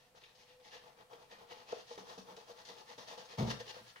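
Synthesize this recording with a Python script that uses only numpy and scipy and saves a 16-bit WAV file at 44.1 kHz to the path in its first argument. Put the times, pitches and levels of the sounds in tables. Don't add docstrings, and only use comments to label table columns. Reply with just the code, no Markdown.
import sys
import numpy as np
from scipy import signal
from scipy.fft import rfft, irfft
from scipy.io import wavfile

SR = 44100
rng = np.random.default_rng(int(sys.argv[2]) if len(sys.argv) > 2 else 0)


def unload_wav(signal):
    wavfile.write(
        sys.argv[1],
        SR,
        np.round(np.clip(np.atleast_2d(signal).T, -1, 1) * 32767).astype(np.int16),
    )


N = 176400
TIME = np.arange(N) / SR

# peak t/s, rise/s, fall/s, hiss level/dB, squelch level/dB, brightness/dB
BRUSH_SWISHES = [(0.016, 0.069, 0.073, -71.5, -75.5, -4), (0.172, 0.017, 0.022, -62.5, -64.5, -1),
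                 (0.242, 0.038, 0.082, -66, -71, -9), (0.359, 0.012, 0.033, -69, -76, 8),
                 (0.409, 0.032, 0.039, -64, -68.5, 0), (0.498, 0.024, 0.053, -66, -73, -10),
                 (0.607, 0.011, 0.02, -74, -75, -7), (0.682, 0.046, 0.017, -59.5, -64, -1.5),
                 (0.744, 0.033, 0.046, -56.5, -59, -9), (0.862, 0.039, 0.076, -67, -63, -6),
                 (1.008, 0.035, 0.026, -66.5, -62, -9.5), (1.134, 0.031, 0.04, -64.5, -57.5, -3),
                 (1.22, 0.036, 0.049, -67, -63.5, -3), (1.328, 0.027, 0.038, -60.5, -60.5, -9),
                 (1.401, 0.024, 0.036, -65, -59.5, -6), (1.43, 0.018, 0.031, -73, -61.5, 1),
                 (1.526, 0.028, 0.011, -54.5, -54, -8), (1.598, 0.1, 0.054, -63, -61, -6),
                 (1.711, 0.031, 0.044, -54, -57, -3.5), (1.801, 0.053, 0.028, -59, -59.5, 0),
                 (1.915, 0.043, 0.052, -57, -61.5, 2), (1.982, 0.0052, 0.035, -57.5, -55, 8),
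                 (2.024, 0.036, 0.012, -67.5, -64, -7), (2.105, 0.046, 0.059, -57, -56, 0.5),
                 (2.181, 0.0043, 0.034, -56.5, -57, 8.5), (2.302, 0.039, 0.045, -61.5, -56, -2.5),
                 (2.369, 0.005, 0.067, -60.5, -61, 0), (2.51, 0.035, 0.021, -60, -57, 2.5),
                 (2.611, 0.05, 0.022, -59.5, -61.5, -3), (2.655, 0.005, 0.051, -57.5, -64, 5),
                 (2.695, 0.013, 0.035, -55, -53.5, -2), (2.805, 0.068, 0.026, -61, -59.5, -0.5),
                 (2.92, 0.046, 0.024, -56, -57.5, -2), (2.985, 0.006, 0.06, -54.5, -55, 2.5),
                 (3.09, 0.018, 0.033, -52.5, -55.5, 0), (3.122, 0.019, 0.034, -55, -54, -3.5),
                 (3.178, 0.004, 0.055, -54, -55.5, 0.5), (3.257, 0.0089, 0.008, -60, -60.5, 8),
                 (3.331, 0.054, 0.029, -55.5, -58, -4.5), (3.392, 0.012, 0.06, -48.5, -44, -1.5),
                 (3.483, 0.018, 0.016, -49.5, -48.5, -2), (3.508, 0.011, 0.016, -40, -41.5, -2),
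                 (3.608, 0.014, 0.018, -52, -55.5, -5.5), (3.709, 0.041, 0.01, -50, -53.5, -3),
                 (3.767, 0.032, 0.043, -57.5, -56.5, -6), (3.894, 0.048, 0.028, -59.5, -67.5, 0),
                 (3.966, 0.0068, 0.039, -64, -66.5, -16)]


def bristles():
    hiss_spectrum = [(700,-16),(1400,-16),(1800,1.5),(2200,-6),(2700,0),(4300,1),(5400,0),(6400,-5),(7400,-19),(10000,-21),(12500,-42),(16000,-35)]
    high_hiss_spectrum = [(3000,2),(5000,-12),(7500,-1),(10000,-1),(12500,-9),(16000,-2.5)]
    split_hz, flutter_db, linger_s = 3570, 1.5, 0.77
    clicks = colour(stereo_grains(per_s=9000, spread_db=3, shared=0.19), hiss_spectrum)
    lows = signal.sosfiltfilt(signal.butter(2, split_hz, fs=SR, output="sos"), clicks)
    highs = clicks - lows
    low_level = swells([(s, rise, fall, db - bright / 2)
                        for s, rise, fall, db, _, bright in BRUSH_SWISHES])
    high_level = swells([(s, rise, fall, db + bright / 2)
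                         for s, rise, fall, db, _, bright in BRUSH_SWISHES])
    hold = np.exp(-1 / (linger_s * SR))
    high_hiss_level = signal.lfilter([1 - hold], [1, -hold], (low_level + high_level) / 2)
    high_hiss = high_hiss_level * colour(rng.standard_normal((2, N)), high_hiss_spectrum)
    flutter = from_db(flutter_db * drift(rate_hz=69))
    return flutter * (low_level * lows + high_level * highs) + from_db(-13) * high_hiss


def foam_squelch():
    spectrum = [(60,-26),(120,-5),(190,-4),(320,-4.5),(470,8),(570,-2),(680,4.5),(860,2.5),(1100,3),(1500,-5.5),(2200,-24),(4000,-29.5)]
    gain_db, flutter_db = 0.5, 1
    level = swells([(s, rise, fall, db) for s, rise, fall, _, db, _ in BRUSH_SWISHES])
    bubbles = colour(stereo_grains(per_s=2500, spread_db=2.5, shared=0.64), spectrum)
    return level * from_db(gain_db + flutter_db * drift(rate_hz=44)) * bubbles


def foam_crackle():
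    spectrum = [(600,-18),(1500,-7),(3000,-1),(5500,-3.5),(6600,-6.5),(7500,-20),(16000,-43)]
    level = swells([(s, rise, fall, db) for s, rise, fall, db, _, _ in BRUSH_SWISHES])
    return from_db(-10) * level * colour(grains(per_s=350, spread_db=2), spectrum)


def foam_hollows():
    typical_hz, spread_octaves, half_width_octaves, gain_db = 2200, 0.359, 0.027, -11.5
    out, t = np.zeros(N), TIME[:SR // 4]
    for s, rise, fall, db, _, bright in BRUSH_SWISHES:
        start = max(s - 2 * rise, 0)
        from_peak = start + t - s
        swell = np.exp(-(from_peak / np.where(from_peak < 0, rise, fall)) ** 2)
        for hz in typical_hz * 2 ** (spread_octaves * rng.normal(size=2)):
            edges_hz = [hz * 2 ** -half_width_octaves, hz * 2 ** half_width_octaves]
            note = rms_one(filtered(rng.standard_normal(len(t)), "band", edges_hz, order=1))
            add(out, start, from_db(db + gain_db - bright / 2) * note * swell)
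    return out


def air_plops():
    pockets = [(0.145,-61,502,.003),(.752,-49,502,0.0074),(1.0,-77,460,0.0027),(1.127,-43,473,.006),(1.214,-68,490,0.0026),(1.319,-51.5,500,0.0023),(1.516,-46.5,500,0.0061),(1.723,-35.5,457,0.0021),(1.776,-43,499,0.0038),(1.908,-37,473,0.0018),(1.976,-44,419,0.00069),(2.028,-52,488,0.0018),(2.112,-46.5,475,0.0048),(2.177,-43,467,.002),(2.293,-52,496,0.0033),(2.371,-42,456,.004),(2.495,-44,480,0.0077),(2.696,-49,443,0.0013),(2.98,-49.5,430,0.0007),(3.177,-39.5,492,0.0017),(3.334,-50,481,0.0012),(3.604,-39.5,494,0.002),(3.763,-43,500,0.006)]
    tones = [(.72,-19,0.013),(0.998,3.5,0.064),(1.36,1,0.035),(1.81,-8.5,.05),(2.5,-27,0.016)]
    roughness_db = 4.5
    out = np.zeros(N)
    for s, db, hz, fade_in_s in pockets:
        plop = 0
        for multiple, tone_db, ring_s in tones:
            detune = 1 + 0.13 * (multiple - 1) * rng.normal()
            plop += ring(hz * multiple * detune, db + tone_db + rng.normal(), ring_s)
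        fade_in = 1 - np.exp(-TIME[:len(plop)] / fade_in_s)
        boost = from_db(350 * fade_in_s)
        add(out, s, plop * fade_in * boost)
    return out * from_db(roughness_db * (drift(rate_hz=81) - 1))


def bubble_snaps():
    bursts = [(.148,-64,1290),(0.237,-52,2430),(1.113,-60,1100),(1.132,-55.5,2740),(1.32,-64,1110),(1.722,-45.5,860),(1.909,-49,905),(1.978,-51.5,2200),(2.179,-58,870),(2.366,-55,4300),(2.653,-59,3380),(2.982,-58,2950),(3.602,-49,3300),(3.959,-49.5,1440)]
    decay_s, half_width_octaves = 0.007, 0.48
    out, t = np.zeros(N), TIME[:SR // 10]
    fade = np.exp(-t / decay_s)
    for s, db, hz in bursts:
        edges_hz = [hz * 2 ** -half_width_octaves, hz * 2 ** half_width_octaves]
        snap = filtered(rng.standard_normal(len(t)) * fade, "band", edges_hz, order=2)
        add(out, s, from_db(db) * snap * np.linalg.norm(fade) / np.linalg.norm(snap))
    return out


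def hollow_note():
    notes = [(.535,.04,0.054,-68),(.612,0.022,0.02,-64.5),(.76,.025,0.013,-60)]
    pitch_hz, waver_hz = 491, 15
    hz = pitch_hz + waver_hz * drift(rate_hz=40)
    return swells(notes) * np.sin(2 * np.pi * np.cumsum(hz) / SR)


def cheek_pats():
    pats = [(1.143,-69),(1.977,-52.5),(2.003,-51),(2.179,-43.5),(2.204,-61),(2.226,-61),(2.285,-57),(2.318,-51),(2.695,-56),(2.982,-53),(3.18,-56)]
    tones = [(190,-5.5,0.21),(256,-4.5,0.11)]
    return knocks(pats, tones)


def bump():
    jolts = [(3.382,-38),(3.392,-27.5),(3.406,-32),(3.421,-23.5),(3.456,-36),(3.474,-30.5),(3.503,-51),(3.521,-64),(3.553,-58),(3.81,-54.5)]
    tones = [(63,-20.5,0.32),(121.7,-5,0.24),(187.7,-3.5,0.076),(218.2,-4,0.133),(265,-14,0.023),(380,-10.5,0.095)]
    rumbles = [(3.392,0.008,0.091,-37.5),(3.49,0.02,0.076,-45.5)]
    spectrum = [(30,-17),(85,-22),(130,13),(250,-1),(320,-8),(420,-4.5),(600,-5),(1000,-14),(2000,-63)]
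    return knocks(jolts, tones) + swells(rumbles) * colour(rng.standard_normal(N), spectrum)


def bathroom(sound):
    room_notes = [(116.2,-2,0.69),(207,-6.5,0.18),(390,-21,0.22),(477,-0.5,0.12),(500,1.5,0.37),(640,-9,0.18),(826,-23,0.3),(847.7,5,0.12)]
    scatter_s, scatter_db, tail_s, tail_db = 0.00053, -2, 0.35, -6.5
    t = TIME[:SR // 2]

    def echoes(fade, above_hz, order):
        noise = rng.standard_normal((2, len(t)))
        return filtered(noise * fade / np.linalg.norm(fade), "high", above_hz, order)

    direct = t == 0
    scatter = echoes(np.exp(-t / scatter_s), above_hz=500, order=2)
    early_spectrum = rfft(direct + from_db(scatter_db) * scatter)
    early = irfft(early_spectrum / np.abs(early_spectrum), len(t)) * (t < 0.1)
    tail_fade = from_db(-60 * t / tail_s) * (1 - np.exp(-t / 0.01))
    response = early + from_db(tail_db) * echoes(tail_fade, above_hz=300, order=1)
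    for hz, db, ring_s in room_notes:
        response += np.gradient(ring(hz, db, ring_s)) * np.log(1000) / (np.pi * hz * ring_s)
    return signal.fftconvolve(sound, response, axes=1)[:, :N]


def room_tone():
    spectrum = [(20,-9),(45,-3.5),(85,-8.5),(125,0),(200,-5.5),(340,-11.5),(480,-9),(700,0),(1200,-6),(3000,-8.5),(6000,-12.5),(9000,-12),(16000,-17.5)]
    hiss_db, fan_db, fan_hz, fan_width_hz = -71, -76.5, 500, 23
    hz = np.arange(N // 2 + 1) * SR / N
    fan_band = 1 / (1 + (2 * (hz - fan_hz) / fan_width_hz) ** 2)
    drone = rms_one(irfft(rfft(rng.standard_normal(N)) * fan_band, N))
    shared_lows = filtered(rng.standard_normal(N), "low", 500, order=1)
    hiss = colour(rng.standard_normal((2, N)) + 2.4 * shared_lows, spectrum)
    return from_db(hiss_db) * hiss + from_db(fan_db) * drone


def knocks(hits, tones, softness_s=0.0026):
    out = np.zeros(N)
    fade_in = 1 - np.exp(-(TIME[:SR // 2] / softness_s) ** 2)
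    for s, db in hits:
        ringing = sum(ring(hz, db + tone_db + rng.normal(), ring_s) for hz, tone_db, ring_s in tones)
        add(out, s, fade_in * ringing)
    return out


def ring(hz, db, ring_s):
    t = TIME[:SR // 2]
    return from_db(db - 60 * t / ring_s) * np.sin(2 * np.pi * hz * t)


def grains(per_s, spread_db):
    sizes = from_db(spread_db * np.minimum(rng.exponential(1, N), 5))
    signs = rng.choice([-1, 1], N)
    return sizes * signs * (rng.random(N) < per_s / SR)


def stereo_grains(per_s, spread_db, shared):
    both, left, right = (grains(per_s, spread_db) for _ in range(3))
    return np.sqrt(shared) * both + np.sqrt(1 - shared) * np.array([left, right])


def swells(strokes):
    t = TIME[::20]
    power = np.zeros(len(t))
    for peak_s, rise, fall, db in strokes:
        from_peak = t - peak_s
        drop = np.where(from_peak < 0, (from_peak / rise) ** 2, np.abs(from_peak / fall) ** 1.72)
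        power += from_db(db) ** 2 * np.exp(-2 * drop)
    return np.interp(TIME, t, np.sqrt(power))


def drift(rate_hz):
    step, warm_up = 40, 2000
    hold = np.exp(-2 * np.pi * rate_hz * step / SR)
    noise = rng.standard_normal(N // step + warm_up + 2)
    wander = signal.lfilter([1], [1, -2 * hold, hold * hold], noise)[warm_up:]
    return np.interp(np.arange(N) / step, np.arange(len(wander)), rms_one(wander))


def colour(x, spectrum):
    return rms_one(irfft(rfft(x) * from_db(curve_db(spectrum)), N))


def curve_db(points):
    hz, db = np.transpose(points)
    return np.interp(np.log(np.arange(N // 2 + 1) * SR / N + 1), np.log(hz), db)


def filtered(x, kind, hz, order):
    return signal.sosfilt(signal.butter(order, hz, kind, fs=SR, output="sos"), x)


def from_db(db):
    return 10 ** (np.asarray(db) / 20)


def rms_one(x):
    return x / np.sqrt(np.mean(x ** 2) + 1e-20)


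def add(out, start_s, sound):
    i = int(start_s * SR)
    out[i:i + len(sound)] += sound[:N - i]


def scene():
    left_lead = [(100,2),(350,-1),(600,2),(860,9),(1030,-1),(1350,10.5),(1850,0),(2650,-1),(3500,3.5),(4100,3.5),(4700,0.5),(6000,3.5),(6900,-5),(8000,-1),(10000,-3),(12000,-0.5)]
    lather = bristles() + foam_crackle() + foam_hollows() + foam_squelch()
    lather = lather + air_plops() + bubble_snaps() + hollow_note()
    in_room = bathroom(lather + cheek_pats() + bump())
    ear_gains = from_db(curve_db(left_lead) * np.array([[0.5], [-0.5]]))
    return irfft(rfft(in_room) * ear_gains, N) + room_tone()


def record(dry):
    cutoff_hz = 15800
    return signal.sosfilt(signal.ellip(12, 0.1, 80, cutoff_hz, fs=SR, output="sos"), dry)


dry = scene()
out = record(dry)
unload_wav(out)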